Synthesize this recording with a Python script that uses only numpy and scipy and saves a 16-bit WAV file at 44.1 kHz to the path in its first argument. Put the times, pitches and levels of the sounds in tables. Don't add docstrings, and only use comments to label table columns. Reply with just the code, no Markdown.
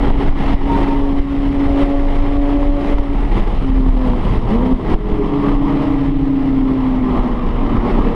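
import sys
import numpy as np
from scipy import signal
from scipy.fft import rfft, irfft
from scipy.io import wavfile
from scipy.ndimage import uniform_filter1d

SR = 44100
rng = np.random.default_rng(int(sys.argv[2]) if len(sys.argv) > 2 else 0)


def ratio(d):
    e = np.asarray(d, float) / 20
    return 10 ** e


def digitize_waveform(pressure):
    field = np.atleast_2d(pressure).T
    bounded = np.clip(field, -1, 1)
    quanta = np.round(bounded * 32767).astype(np.int16)
    wavfile.write(sys.argv[1], SR, quanta)


N = 359407

# (time [s], level [dB])
ROAR_LEVEL = [(0, -20.5), (.6, -17), (1.0, -22), (1.7, -21), (2.3, -21.5), (3.2, -23), (3.6, -22),
              (4.6, -20), (5.15, -22.5), (5.9, -20), (6.1, -24.5), (7.0, -24.5), (7.4, -24), (7.8, -19.5),
              (8.15, -20)]
# (time [s], low drone [dB], middle [dB], top hiss [dB])
ROAR_COLOUR = [(0, -2.5, 1.5, 1), (.55, -1.5, -3, -0.5), (.85, -2.5, -1, 2), (1.2, -0.5, -2, 3),
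               (2.4, -7.5, -1.5, 1.5), (3.3, 1.5, -1, 3.5), (4.5, 6, -0.5, 3.5), (5.05, 6.5, 0.5, 1.5),
               (5.5, -1.5, 0, 0), (6.4, 1.5, -2, 1.5), (7.1, 5, 1, 0.5), (8.15, 5, 0, -1.5)]
# (frequency [Hz], level [dB])
ROAR_SPECTRUM = [(40, -1), (60, 2), (90, -1.5), (175, -0.5), (340, -3), (540, -11.5), (660, -6.5),
                 (800, -5), (1150, -10.5), (1550, -24), (2550, -28.5), (3600, -32), (5400, -40.5),
                 (6100, -48), (7800, -53), (10500, -55.5), (13500, -67), (15300, -81)]
# (frequency [Hz], width [Hz], boost [dB])
RESONANCES = [(135, 38, 0), (221.8, 16.5, 8.5), (380, 42, 2.5), (447, 110, 6), (2005, 730, 8),
              (3080, 680, 7.5), (8914, 600, 6), (13300, 700, 2.5)]
# (time [s], boost [dB])
SCRUB = [(0, -2), (1.5, -1.5), (3.5, -1.5), (4.3, 3), (5.1, 0.5), (5.5, 5.5), (6.2, 0), (6.9, 4),
         (7.6, 4.5), (8.15, 2.5)]
SCRUB_HZ, SCRUB_WIDTH_HZ = 1110, 330
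# (peak time [s], peak over the roar [dB])
GUSTS = [(0.09, 4.5), (.28, 2), (.41, 5), (.52, 1), (.71, 1.5), (0.831, 4.5), (.91, 2.5), (1.83, 8),
         (2.04, 0.5), (2.5, 3.5), (2.9, 3), (3.38, 5), (4.54, 1), (4.66, 3), (4.91, 3.5), (5.43, 3),
         (7.17, 3.5), (7.96, 2.5)]
GUST_SPREAD_S = 0.061

# (time [s], level [dB])
BUFFET_LEVEL = [(0, -13.5), (.3, -8.5), (1.3, -17.5), (1.65, -11.5), (2.4, -13), (3.1, -14), (3.4, -14.5),
                (4.22, -11), (4.8, -19), (5.2, -16), (6.4, -18), (6.9, -20), (7.65, -14), (8.15, -16)]
# (frequency [Hz], density [dB per Hz])
WIND_SPECTRUM = [(3.5, -39.5), (6.0, -7), (32, 2.5), (45, -1.5), (75, -18), (120, -18), (160, -44),
                 (260, -120)]
# (time [s], frequency [Hz], share of buffet power [0-1])
THROB = [(0, 22.17, 0.25), (2.3, 26.01, 0.38), (3.4, 35.51, 0.36), (3.8, 37.3, 0.69), (4.3, 35.79, 0.31),
         (4.7, 43.74, 0.21), (5.6, 28.9, 0.6), (6.0, 27.13, 0.17), (8.15, 28.18, 0.54)]
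BUFFET_WAVER_DB, BUFFET_WAVER_HZ = 1.5, 4
# (peak time [s], peak [dB], direction [+-1])
THUMPS = [(.11, -0.5, -1), (0.299, -3.5, -1), (0.551, 2.5, 1), (1.203, 1, 1), (1.839, -0.5, -1),
          (2.948, -1, -1), (3.002, 0, -1), (3.411, -1.5, 1), (3.897, -1.5, -1), (4.383, -2, 1),
          (4.741, 2, -1), (4.95, 3, 1), (5.131, -2.5, 1), (7.202, -6, -1), (7.784, 0, 1), (8.005, -2, 1)]

# (time [s], ring [dB], dry crack [dB])
KNOCKS = [(2.983, -13, -20), (2.998, -24, -28), (4.134, -11, -48.5), (4.268, -13, -50.5)]
# (frequency [Hz], level against ring [dB], t60 [s])
KNOCK_MODES = [(977.4, 1.5, 0.019), (1233, -7, 0.013)]
CRACK_T60_S, CRACK_POLE = 0.025, 0.74

# (start [s], length [s], first frequency [Hz], last frequency [Hz], level [dB], blur [Hz])
HUMS = [(0, 1.2, 412, 416, -36, 9), (0.61, 0.386, 927, 920, -23, 14), (.95, 0.31, 922, 922, -39, 8),
        (4.2, 0.771, 115.8, 119.9, -25, 24), (4.36, .2, 950, 945, -33, 20),
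        (4.529, 0.24, 964, 937, -25.5, 22), (4.28, 1.271, 431, 413.1, -27.5, 8.4),
        (5.14, 0.15, 405, 414, -19.5, 11), (5.0, .85, 198, 210, -27, 8.3),
        (6.3, 1.1, 248.8, 230.8, -31, 6.8), (7.55, 0.61, 276, 291, -24, 9.1),
        (7.58, 0.58, 362, 352, -30, 12)]
HUM_FADE_S, HUM_WAVER_DB, HUM_WAVER_HZ = 0.089, 2.5, 3.8
HUM_STEADY_HZ = 45

# (time [s], firing rate [Hz], level [dB])
AHEAD = [(4.15, 331.8, -39.5), (4.8, 321, -27.5), (5.35, 313.2, -28.5), (5.8, 309, -20.5),
         (6.1, 301.5, -25.5), (6.65, 298.1, -29), (7.2, 304.8, -32), (7.4, 304, -35)]
# (multiple of firing rate, level against AHEAD [dB])
AHEAD_ORDERS = [(.5, -7), (1, 1), (1.5, -12), (2, -15.5)]

# (time [s], firing rate [Hz], firing tone [dB], throttle [0-1])
ENGINE = [
    [(0, 279.5, -21, 0.1), (.45, 275.4, -22.5, 0), (.7, 278.7, -15.5, 0.62), (1.2, 278.5, -19, 0.67),
     (1.5, 278.9, -17.5, 0.5), (1.8, 280, -14, 0.98), (2.2, 282.3, -22, 0.8), (2.45, 284.2, -16, 0.89),
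     (2.95, 285.4, -20.5, 0.86), (3.03, 281.5, -19, 0.84), (3.15, 280, -23, 0.54), (3.3, 282.5, -27, 0.45)],
    [(3.58, 267.7, -42, 0), (3.66, 266.2, -17, 0), (4.0, 257.7, -15.5, 0.8), (4.14, 247.6, -19.5, 0.91),
     (4.22, 242, -33, 0.8)],
    [(4.46, 209, -29.5, 0.2), (4.51, 213, -12.5, 1), (4.57, 235.4, -13.5, 0.89), (4.63, 252.5, -12.5, 0.86),
     (4.72, 258, -10, 0.85), (4.86, 253, -28, 0.1)],
    [(5.12, 290, -22.5, 0.4), (5.26, 285.7, -24, 0.49), (5.35, 285.5, -17, 0.36), (5.9, 277, -17.5, 0.03),
     (6.15, 274.3, -17.5, 0.16), (6.7, 264.3, -14, 0.33), (7.2, 250.3, -18.5, 0.56),
     (7.35, 247.8, -25.5, 0.69), (7.5, 240.2, -27.5, 0.78), (7.75, 235.3, -22, .7),
     (8.14, 232.3, -22.5, 0.95)],
]
# (multiple of firing rate, shut [dB], wide open [dB], flutter [dB], phase slip [rad])
ENGINE_ORDERS = [(.5, -25, -39.5, 3, 0.49), (1.5, -39.5, -37, 2.5, 0.31), (2, -57.5, -24, 2.0, 0.18),
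                 (2.5, -57.5, -32, 2, 0.28), (3, -61.5, -41, 4, 0.74), (4, -62.5, -40.5, 4, 1)]
ORDERS_FOLLOW = 0.56
FIRING_USUAL_DB = -18

LIMIT_DB = -3.5


def evened(x):
    return x / np.sqrt(np.mean(x ** 2) + 1e-20)


def read(points, hz):
    f, value = np.transpose(points)
    return np.interp(np.log(hz + 1), np.log(f + 1), value)


def columns(rows, t):
    s, *values = np.transpose(rows)
    return [np.interp(t, s, v) for v in values]


def wander(size, rate_hz):
    r = np.exp(-2 * np.pi * rate_hz / SR)
    once = signal.lfilter([1], [1, -r], rng.standard_normal(size))
    return evened(signal.lfilter([1], [1, -r], once))


def add(mix, s, sound, fade_s=0.0056):
    part = mix[round(s * SR):][:len(sound)]
    faded = sound * signal.windows.tukey(len(sound), 2 * fade_s * SR / len(sound))
    part += faded[:len(part)]


def cabin(x):
    t = np.arange(4000) / SR
    taps = rng.standard_normal(len(t)) * ratio(-39 - 60 * t / 0.15)
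    taps[0] = 1
    return signal.oaconvolve(x, taps / np.linalg.norm(taps))[:N]


def gusts_db():
    t = np.arange(N) / SR
    return sum(db * np.exp(-((t - s) / GUST_SPREAD_S) ** 2) for s, db in GUSTS)


def roar_colour_db(hz, t):
    drone_db, middle_db, top_db = columns(ROAR_COLOUR, t)
    drone = 1 / (1 + (hz / 300) ** 4)
    middle = (1 - drone) / (1 + (hz / 1400) ** 6)
    top = 1 / (1 + (6000 / (hz + 1)) ** 4)
    scrub = 1 / (1 + (2 * (hz - SCRUB_HZ) / SCRUB_WIDTH_HZ) ** 4)
    moving_db = np.outer(drone, drone_db) + np.outer(middle, middle_db) + np.outer(top, top_db)
    moving_db += np.outer(scrub, columns(SCRUB, t)[0])
    peaks_db = sum(db / (1 + (2 * (hz - f) / w) ** 2) for f, w, db in RESONANCES)
    return (read(ROAR_SPECTRUM, hz) + peaks_db)[:, None] + moving_db


def roar():
    frames, hz = N // 256 + 5, np.fft.rfftfreq(1024, 1 / SR)
    a, b, patches = rng.standard_normal((frames, 513, 3)).T
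    patches = uniform_filter1d(patches, size=10, axis=0)
    patches_db = 0.992 * evened(uniform_filter1d(patches, size=10, axis=1))
    colour_db = roar_colour_db(hz, (np.arange(frames) - 2) * 256 / SR)
    spectra = (a + 1j * b) * ratio(colour_db + patches_db)
    noise = signal.istft(spectra, nperseg=1024, noverlap=768)[1][:N]
    noise = evened(cabin(noise))
    flicker_db = 1.25 * wander(N, 7.5) + 1.0 * wander(N, 90)
    level_db = columns(ROAR_LEVEL, np.arange(N) / SR)[0]
    return ratio(gusts_db() + level_db + flicker_db) * noise


def buffet():
    t = np.arange(N) / SR
    hz, share = columns(THROB, t)
    shape = ratio(read(WIND_SPECTRUM, np.fft.rfftfreq(N, 1 / SR)))
    lumps = evened(irfft(rfft(rng.standard_normal(N)) * shape, N))
    lumps = evened(np.tanh(0.83 * lumps))
    turns = np.cumsum(hz * (1 + 0.045 * wander(N, 5.0))) / SR
    throb = np.sqrt(2) * np.cos(2 * np.pi * turns)
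    level_db = columns(BUFFET_LEVEL, t)[0] + BUFFET_WAVER_DB * wander(N, BUFFET_WAVER_HZ)
    return ratio(level_db) * (np.sqrt(share) * throb + np.sqrt(1 - share) * lumps)


def thump(s, db, direction):
    t = np.arange(-0.02, 0.05, 1 / SR)
    push = np.exp(-(t / 0.00489) ** 2)
    back = 0.5 * np.exp(-((t - 0.017) / 0.006) ** 2)
    return s + t[0], ratio(db) * direction * (push - back)


def knock(s, db, crack_db):
    t = np.arange(0, 0.04, 1 / SR)
    noise = signal.lfilter([1], np.poly([CRACK_POLE] * 3), rng.standard_normal(len(t)))
    crack = ratio(crack_db - 60 * t / CRACK_T60_S) * evened(noise)
    ring = sum(ratio(db + mode_db - 60 * t / t60_s) * np.sin(2 * np.pi * hz * t)
               for hz, mode_db, t60_s in KNOCK_MODES)
    return s, crack + ring


def hum(start_s, length_s, first_hz, last_hz, db, width_hz):
    hz = np.linspace(first_hz, last_hz, round(length_s * SR))
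    fuzz = wander(len(hz), width_hz) + 1j * wander(len(hz), width_hz)
    waver = wander(len(hz), HUM_WAVER_HZ)
    waver_db = HUM_WAVER_DB * (waver - waver.mean())
    carrier = np.exp(2j * np.pi * np.cumsum(hz) / SR)
    glide = ((HUM_STEADY_HZ / width_hz + fuzz) * carrier).real
    return start_s, ratio(db + waver_db) * evened(glide)


def tone(turns, db, flutter_db=1.5, slip_rad=0.12, rate_hz=18):
    height = ratio(db + flutter_db * wander(len(turns), rate_hz))
    phase = 2 * np.pi * turns + slip_rad * wander(len(turns), rate_hz)
    return np.sqrt(2) * height * np.cos(phase)


def car_ahead():
    t = np.arange(AHEAD[0][0], AHEAD[-1][0], 1 / SR)
    hz, level_db = columns(AHEAD, t)
    turns = np.cumsum(hz) / SR
    return t[0], sum(tone(k * turns, level_db + db, flutter_db=2.5, slip_rad=0.35, rate_hz=8)
                     for k, db in AHEAD_ORDERS)


def engine(rows):
    t = np.arange(rows[0][0], rows[-1][0], 1 / SR)
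    hz, firing_db, throttle = columns(rows, t)
    turns = np.cumsum(hz) / SR
    swing_db = ORDERS_FOLLOW * (firing_db - FIRING_USUAL_DB)
    sound = tone(turns, firing_db)
    for k, shut_db, open_db, flutter_db, slip_rad in ENGINE_ORDERS:
        order_db = shut_db + (open_db - shut_db) * throttle + swing_db
        sound += tone(k * turns, order_db, flutter_db, slip_rad)
    return rows[0][0], sound


def scene():
    tones, wind = np.zeros(N), np.zeros(N)
    add(wind, 0, buffet())
    squeeze = 1 + 0.31 * wind
    for row in THUMPS:
        add(wind, *thump(*row), fade_s=0.005)
    for row in KNOCKS:
        add(tones, *knock(*row), fade_s=0.0014)
    for row in HUMS:
        add(tones, *hum(*row), fade_s=HUM_FADE_S)
    add(tones, *car_ahead())
    for rows in ENGINE:
        add(tones, *engine(rows))
    return ((tones + roar()) * squeeze + wind)[None]


def band_limit(x):
    return signal.sosfilt(signal.butter(12, 15400, fs=SR, output="sos"), x)


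def record(dry):
    over_db = np.maximum(20 * np.log10(abs(dry[0]) + 1e-9) - LIMIT_DB, 0)
    rise_db = np.arange(N) * 52.7 / SR
    held_db = np.maximum.accumulate(over_db + rise_db) - rise_db
    r = np.exp(-1 / (0.005 * SR))
    duck_db = 1.16 * signal.lfilter([1 - r], [1, -r], held_db)
    mix = 0.8998 * np.tanh(dry / ratio(duck_db) / 0.9413)
    return band_limit(mix)


dry = scene()
out = record(dry)
digitize_waveform(out)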